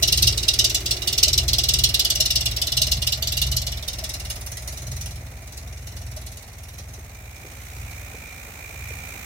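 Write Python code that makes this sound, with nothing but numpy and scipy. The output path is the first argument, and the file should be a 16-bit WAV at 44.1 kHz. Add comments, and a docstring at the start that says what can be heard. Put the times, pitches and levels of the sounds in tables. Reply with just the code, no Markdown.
"""Cold idle of an old truck

An inline-six hunts at fast idle, heard on a walk from the rear wheel to the open bonnet. The exhaust
throbs, the silencer pops, and a leak spits once per crank turn, echoing between floor pan and wet
concrete. Toward the front the spitting fades, footsteps pat, and the carburettor's hiss and whistle swell."""
import sys
import numpy as np
from scipy import signal
from scipy.fft import rfft, irfft, next_fast_len
from scipy.io import wavfile
from scipy.ndimage import map_coordinates

SR = 44100
rng = np.random.default_rng(int(sys.argv[2]) if len(sys.argv) > 2 else 0)


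def wav_out(sig):
    """Save sig, one row per channel (or a flat mono array), as 16-bit PCM at SR to the path in sys.argv[1]."""
    wavfile.write(sys.argv[1], SR, np.round(np.clip(np.atleast_2d(sig).T, -1, 1) * 32767).astype(np.int16))


N = 407925
T = np.arange(N) / SR
IDLE_HZ, WARMING_HZ_PER_S = 18.59, .034  # crank rate between surges, and its rise as the engine warms

# surges of the cold engine: (crest time [s], duration [s], extra crank rate [Hz], extra throb [dB])
ENGINE_SURGES = [(.159, .633, 1.81, 8.4), (1.359, .687, 1.39, 6.8), (1.75, .476, 1.42, 6.9),
                 (2.289, .679, 1.11, 5), (2.821, .566, 1.69, 7.1), (3.375, .994, 1.91, 7.4),
                 (4.15, .4, .23, 2.8), (4.915, .889, 2.41, 6.6), (5.874, 1.2, 1.89, 5.3),
                 (6.77, .688, 1.21, 3.5), (7.772, 1.095, 1.57, 6.8), (8.847, .669, 1.85, 9.5)]
# footfalls: (time [s], level [dB])
FOOTFALLS = [(6.98, -48), (7.445, -43), (8.14, -40), (8.905, -44)]
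# engine block noise: (time [s], relative level [dB])
BLOCK_LEVEL = [(0, -44), (1.4, -43), (2.5, -42.5), (4.2, -44.5), (5.5, -48), (7.1, -50), (8, -47.5),
               (9.25, -46)]
# block spectra at the rear and at the front: (frequency [Hz], relative level [dB])
BLOCK_REAR_SPECTRUM = [(100, -5.5), (180, -2.5), (250, -8.5), (400, -7.5), (500, -11.5), (620, -1),
                       (760, -7), (920, -13.5), (1360, -13), (1610, -15.5), (2050, -7), (3000, -31)]
BLOCK_FRONT_SPECTRUM = [(100, 3), (170, 0.5), (250, 0), (330, -5.5), (560, -2.5), (660, -3), (770, 0),
                        (880, -5.5), (1200, -9), (2200, -7.5), (3000, -59)]
# likeness of the block noise at left and right: (frequency [Hz], coherence [0-1])
BLOCK_COHERENCE = [(60, 1), (290, 0.92), (640, 0.8), (1400, 0)]
# air drawn into the carburettor: (time [s], hiss level [dB], whistle level [dB])
INTAKE_LEVELS = [(0, -40, -49), (5.2, -49, -57.5), (6.9, -50, -66), (7.3, -47, -52.5), (7.7, -43, -52),
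                 (8.2, -43, -43.5), (8.6, -42.5, -46), (9.25, -39.5, -41)]
# throttle hiss: (frequency [Hz], relative level [dB])
HISS_SPECTRUM = [(530, -21.5), (900, -22), (1390, -11.5), (1600, -15), (2140, -5.5), (2550, -8),
                 (3200, -16.5), (3820, -11.5), (4700, -19), (6180, -11), (8660, -14), (9900, -20),
                 (14500, -16.5), (16000, -19)]
# stereo balance of the intake and of the shaded leak: (frequency [Hz], left minus right [dB])
FRONT_BALANCE = [(1300, -13), (2400, -7.5), (4400, 3.5), (8100, -2), (15000, -12)]
# charges popping in the silencer: (time [s], relative level [dB])
SILENCER_POPS = [(.02, -33), (.64, -38), (1.27, -34), (1.58, -35), (2.195, -33), (2.805, -36), (4.025, -36),
                 (6.165, -40)]
# exhaust tones: (order [cycles per turn], rear level [dB], front level [dB])
ENGINE_ORDERS = [(2, -14, -16.5), (2.5, -12, -14), (3, -3.5, -5), (3.5, -6.5, -9.5), (4, -7, -5),
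                 (4.5, -17.5, -17), (5, -14, -6), (5.5, -28, -19), (6, -7.5, -10.5), (6.5, -13, -18.5),
                 (7, -17, -25), (8, -20.5, -19.5)]
# response of the pipe to one burn: (frequency [Hz], relative level [dB])
PIPE_SPECTRUM = [(25, -40), (40, -16), (70, -7.5), (130, -8), (170, -21.5), (240, -17), (400, -65)]
# throb of the receding exhaust between surges: (time [s], level [dB])
THROB_LEVEL = [(0, -32), (3.3, -34.5), (9.25, -45)]
# screening of the leak by the truck's body: (time [s], shaded share [0-1])
BODY_SHADE = [(0, 0.04), (3.2, 0), (3.8, 0.11), (4.5, 1), (5.3, 0.76), (9.25, 1)]
# peaks and notches of cavities under the truck: (frequency [Hz], width [Hz], gain [dB])
CAVITY_BANDS = [(1990, 180, 11.5), (2820, 163, 4.5), (3190, 42, -27), (4060, 330, 3), (5550, 1500, 6),
                (7990, 200, 4.5), (11680, 700, 8)]
# the leak in the open and behind the body: (frequency [Hz], relative level [dB])
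OPEN_SPECTRUM = [(900, -43), (1600, -36), (2020, -30), (2450, -17.5), (2830, -3), (3110, -4), (3700, 0.5),
                 (5470, -1), (6870, -7), (8720, -5), (11700, -10), (14500, -5.5), (16000, -10.5)]
SHADED_SPECTRUM = [(1000, -19), (2000, -10), (2900, -5.5), (4000, -3), (4800, -7), (6200, 4.5),
                   (7900, -3.5), (9500, 5.5), (12000, 1), (16000, -4)]
# stereo balance of the leak in the open: (frequency [Hz], left minus right [dB])
OPEN_BALANCE = [(1300, -20), (2400, -8), (3000, -12.5), (4400, -2.5), (6000, 6.5), (11000, -4.5)]
# ordinary puffs as the leak is passed and left behind: (time [s], relative level [dB])
PUFF_LEVEL = [(0, -17.5), (2.8, -18.5), (3.5, -22.5), (4.2, -30), (5.05, -32), (5.3, -42), (6.6, -40),
              (7.3, -47), (9.25, -45.5)]
# hard burns that spit from the leak: (time [s], relative peak level [dB])
HARD_BURNS = [(0.0268, -6), (0.1244, -5.5), (0.2719, -5), (0.4833, -5.5), (0.5912, -4), (0.7471, -7.5),
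              (0.909, -8), (1.0744, -8), (1.2314, -3), (1.3783, -6.5), (1.533, -8.5), (1.5846, -7),
              (1.838, -3.5), (1.9951, -5), (2.2043, -5.5), (2.4585, -9), (2.8188, -6.5), (2.9174, -7),
              (3.0705, -11), (3.417, -9.5), (3.8802, -15), (4.139, -18), (4.3015, -14.5), (4.6753, -20),
              (5.5724, -25.5), (5.8697, -27), (6.1639, -25.5), (6.2644, -25), (6.3704, -29), (6.7824, -26)]
# misfires that briefly starve the leak: (time [s])
MISFIRE_TIMES = [.31, .79, .95, 1.42, 2.5, 2.955, 3.16]


def amp(db):
    """The decibel scale: amplitude grows tenfold every 20 dB."""
    return 10 ** (np.asarray(db) / 20)


def unit(x):
    """Normalisation to an rms of 1."""
    return x / np.sqrt(np.mean(x ** 2) + 1e-20)


def along(points, hz):
    """Interpolation of (frequency, value) points on a logarithmic frequency axis."""
    knots_hz, values = np.transpose(points)
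    return np.interp(np.log(hz + 1), np.log(knots_hz + 1), values)


def curves(rows):
    """Linear interpolation in time: one value per sample for each column after the first."""
    times, *columns = np.transpose(rows)
    return [np.interp(T, times, column) for column in columns]


def wobble(rate_hz):
    """Smooth random modulation: a spline through Gaussian knots."""
    return map_coordinates(rng.standard_normal(int(N * rate_hz / SR) + 4), [T * rate_hz])


def filtered(x, response):
    """Linear filtering: the spectrum is multiplied by a frequency response."""
    size = next_fast_len(N + SR // 2)
    return irfft(rfft(x, size) * response(np.fft.rfftfreq(size, 1 / SR)), size)[..., :N]


def coloured(x, gain):
    """Spectral shaping that conserves the power of white noise."""
    return filtered(x, lambda hz: unit(gain(hz)))


def panned(balance, hz):
    """Interaural level difference: left and right gains at each frequency."""
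    return amp(np.outer([.5, -.5], along(balance, hz)))


def from_right(x, lag_s=0.000093):
    """Interaural time difference: sound from the right reaches the left side later."""
    return filtered(x, lambda hz: np.exp(1j * np.pi * hz * lag_s * np.array([[-1], [1]])))


def resonant_noise(centre_hz, width_hz):
    """Resonance: two equal resonators in series, each width_hz wide, select a band of noise."""
    resonator = lambda hz: 1j * hz * width_hz / (centre_hz ** 2 - hz ** 2 + 1j * hz * width_hz)
    return unit(filtered(rng.standard_normal(N), lambda hz: resonator(hz) ** 2))


def cycle_starts(phase):
    """Periodicity: the samples at which a phase, in cycles, passes a whole number."""
    return np.flatnonzero(np.diff(np.floor(phase)) > 0)


def surges(lag_s=0):
    """Hunting: extra crank rate [Hz] and extra throb [dB] rise and fall in raised-cosine arches."""
    crest_s, length_s, extra_hz, extra_db = np.transpose(ENGINE_SURGES)
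    position = (T - lag_s - crest_s[:, None]) / length_s[:, None]
    arch = np.cos(np.pi * np.clip(position, -.5, .5)) ** 2
    return extra_hz @ arch, extra_db @ arch


def footsteps(rise_s=.006):
    """Damped impact: each sole on wet concrete gives a short, dull burst of noise."""
    age = np.arange(SR // 10) / SR / rise_s
    envelope = np.zeros(N)
    for s, db in FOOTFALLS:
        envelope[round(s * SR):][:len(age)] += amp(db) * age * np.exp(1 - age)
    return envelope * resonant_noise(centre_hz=390, width_hz=380)


def diffuse_noise(spectrum):
    """Partial coherence: left and right are alike in the bass and independent in the treble."""
    def mid_side_gains(hz):
        angle = np.arccos(np.clip(along(BLOCK_COHERENCE, hz), -1, 1)) / 2
        return amp(along(spectrum, hz)) * [np.cos(angle), np.sin(angle)]
    mid, side = filtered(rng.standard_normal((2, N)), mid_side_gains)
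    return unit(np.array([mid + side, mid - side]))


def engine_block(crank, front, pulse_db=2, waver_db=1, gain_db=1):
    """Amplitude modulation: the mechanical churn of the block pulses once per crank turn."""
    churn = np.sqrt(1 - front) * diffuse_noise(BLOCK_REAR_SPECTRUM)
    churn += np.sqrt(front) * diffuse_noise(BLOCK_FRONT_SPECTRUM)
    pulse = amp(pulse_db * np.cos(2 * np.pi * (crank - .25)) + waver_db * wobble(25))
    return amp(curves(BLOCK_LEVEL)[0] + gain_db) * unit(churn * pulse)


def carburettor(crank, whistle_hz=2370, half_width_hz=85, gulp_db=3.5, flicker_db=2):
    """Turbulence and edge tone: air hisses past the nearly shut throttle, whose edge whistles."""
    hiss_db, whistle_db = curves(INTAKE_LEVELS)
    broad = lambda hz: amp(along(HISS_SPECTRUM, hz)) * panned(FRONT_BALANCE, hz)
    edge = lambda hz: panned(FRONT_BALANCE, hz) / (1 + ((hz - whistle_hz) / half_width_hz) ** 2)
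    hiss = coloured(rng.standard_normal((2, N)), broad)
    whistle = coloured(rng.standard_normal((2, N)), edge)
    gulps = amp(-gulp_db * np.cos(2 * np.pi * 3 * crank))  # three intake strokes per turn
    return gulps * (amp(hiss_db) * hiss + amp(whistle_db + flicker_db * wobble(8)) * whistle)


def silencer(crank, drone_db=-45, pulse_db=2, fade_s=1.73, pop_hz=640, rise_s=0.0081, pop_gain_db=1):
    """Forced and free vibration: the can drones nearby and rings hollow when a charge pops inside."""
    shell = resonant_noise(centre_hz=350, width_hz=130)
    falloff = np.sqrt(1 + (T / fade_s) ** 8)  # the listener walks away
    out = amp(drone_db + pulse_db * np.cos(2 * np.pi * crank)) * shell / falloff
    t = np.arange(SR // 8) / SR
    envelope = t / rise_s * np.exp(1 - t / rise_s)
    for s, db in SILENCER_POPS:
        pitch_hz = pop_hz * (1 + 0.037 * rng.standard_normal())
        ring = envelope * np.sin(2 * np.pi * pitch_hz * t)
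        out[round(s * SR):][:len(t)] += amp(db + pop_gain_db) * ring
    return out


def exhaust(crank, front, waver_db=2.5, thump_db=-14, lumpy_db=1.1, dispersion_rad=0.604, drift_rad=.2):
    """Harmonic series: six unequal cylinders repeat every two turns; uneven burns thump the pipe."""
    firings_per_turn = 3
    tones = np.zeros(N)
    for order, rear_db, front_db in ENGINE_ORDERS:
        level_db = rear_db + (front_db - rear_db) * np.sqrt(front) + waver_db * wobble(11)
        uneven = np.pi * (order % 1)  # uneven timing gives half orders, a quarter cycle off the rest
        spread = dispersion_rad * (order - firings_per_turn) ** 2  # the long pipe smears each pulse
        phase = 2 * np.pi * order * crank + uneven + spread + drift_rad * wobble(5)
        tones -= amp(level_db) * np.cos(phase)
    firings = cycle_starts(firings_per_turn * crank)
    burns = np.zeros(N)
    burns[firings] = rng.standard_normal(len(firings))
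    thumps = unit(filtered(burns, lambda hz: amp(along(PIPE_SPECTRUM, hz))))
    _, surge_db = surges(lag_s=0.081)  # the throb swells a little after the speed
    throb_db = curves(THROB_LEVEL)[0] + surge_db + lumpy_db * wobble(11)
    return amp(throb_db) * unit(unit(tones) + amp(thump_db) * thumps)


def underbody(x, near_t60_s=0.012, open_t60_s=0.13, shaded_t60_s=0.16, shaded_db=6, dull_hz=6800):
    """Reverberation: quick reflections off ground and frame, then a duller tail that grows in shade."""
    t = np.arange(SR // 6) / SR
    hop = N // 36
    padded = np.pad(x, (hop, SR))
    out = np.zeros((2, N + SR))
    for start in range(0, N + hop, hop):
        shade = np.interp(start / SR, *np.transpose(BODY_SHADE))
        near, far = rng.standard_normal((2, 2, len(t)))  # new paths at every place along the walk
        far = signal.lfilter(*signal.butter(2, dull_hz, fs=SR), far)
        t60_s = open_t60_s + (shaded_t60_s - open_t60_s) * shade
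        early = unit(near * amp(-60 * t / near_t60_s))
        tail = amp(shaded_db * shade) * unit(far * amp(-60 * t / t60_s))
        paths = unit(early + tail) / np.sqrt(len(t))
        piece = padded[start:start + 2 * hop] * signal.windows.cosine(2 * hop)
        heard = signal.fftconvolve(piece[None], paths, axes=1)
        out[:, start:start + heard.shape[1]] += heard
    return out[:, hop:hop + N]


def cavity_db(hz):
    """Cavity resonance: the hollows under the truck add Lorentzian peaks and notches, in decibels."""
    return sum(db / (1 + (2 * (hz - centre) / width) ** 2) for centre, width, db in CAVITY_BANDS)


def jet_beam(x, passing_s=3.3, span_s=1.5, beam_db=2.5, above_hz=12500):
    """Directivity: the jet throws its top treble in a narrow beam, which the listener walks through."""
    treble = filtered(x, lambda hz: 1 - 1 / (1 + (hz / above_hz) ** 10))
    on_axis = np.exp(-((T - passing_s) / span_s) ** 2)
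    return x + (amp(beam_db * on_axis) - 1) * treble


def leak_flow(crank, rise_s=0.0071, lead_s=0.0052, puff_gain_db=1.95, spit_gain_db=-5, scatter_db=2.5,
              surge_share=0.35, misfire_db=18, recovery_s=0.034):
    """Pulsating flow: one puff per turn, fuller in a surge, starved by a misfire, strong on a hard burn."""
    starved = sum((T > s) * np.exp(-np.abs(T - s) / recovery_s) for s in MISFIRE_TIMES)
    _, surge_db = surges()
    usual_db = curves(PUFF_LEVEL)[0] + puff_gain_db + surge_share * surge_db - misfire_db * starved
    spit_s, spit_db = np.transpose(HARD_BURNS)
    age = np.arange(SR // 20) / SR / rise_s
    puff = (age * np.exp(1 - age)) ** 3  # cubing sharpens the pulse
    flow = np.zeros(N + SR)
    for i in cycle_starts(crank):
        s, db = T[i], usual_db[i] + rng.normal(0, scatter_db)
        nearest = np.argmin(np.abs(spit_s - s))
        if abs(spit_s[nearest] - s) < .5 / IDLE_HZ:  # a hard burn takes the place of this turn's puff
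            s, db = spit_s[nearest], spit_db[nearest] + spit_gain_db
        flow[max(round((s - lead_s) * SR), 0):][:len(puff)] += amp(db) * puff
    return flow[:N]


def exhaust_leak(crank, ragged_db=2):
    """Jet noise: gas bursts from the gap, heard in the open at first and then shaded by the body."""
    flow = leak_flow(crank)
    turbulence = unit(amp(ragged_db * wobble(700)) * rng.standard_normal(N))
    jet = underbody(flow * turbulence)
    open_gain = lambda hz: amp(along(OPEN_SPECTRUM, hz) + cavity_db(hz))
    shaded_gain = lambda hz: amp(along(SHADED_SPECTRUM, hz) + .5 * cavity_db(hz))
    direct = coloured(jet, lambda hz: open_gain(hz) * panned(OPEN_BALANCE, hz))
    shaded = coloured(jet, lambda hz: shaded_gain(hz) * panned(FRONT_BALANCE, hz))
    shade = curves(BODY_SHADE)[0]
    return jet_beam((1 - shade) * direct + shade * shaded)


def scene(start_turns=-.512):
    """Superposition: the engine's sources, all timed by one crankshaft, add to the footsteps."""
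    surge_hz, _ = surges()
    crank_hz = IDLE_HZ + WARMING_HZ_PER_S * T + surge_hz
    crank = start_turns + np.cumsum(crank_hz) / SR  # angle in turns
    front = np.clip((T - 3.5) / 4, 0, 1)  # 0 at the rear wheel, 1 at the bonnet
    rumble = from_right(exhaust(crank, front) + silencer(crank))
    return rumble + engine_block(crank, front) + exhaust_leak(crank) + carburettor(crank) + footsteps()


def record(dry, low_cut_hz=31, top_hz=15880):
    """Band limiting: after clipping at full scale, the deepest bass and highest treble are removed."""
    low_cut = lambda hz: np.sqrt(1 - 1 / (1 + (hz / low_cut_hz) ** 10))
    return filtered(np.clip(dry, -1, 1), lambda hz: low_cut(hz) * (hz < top_hz))


dry = scene()
out = record(dry)
wav_out(out)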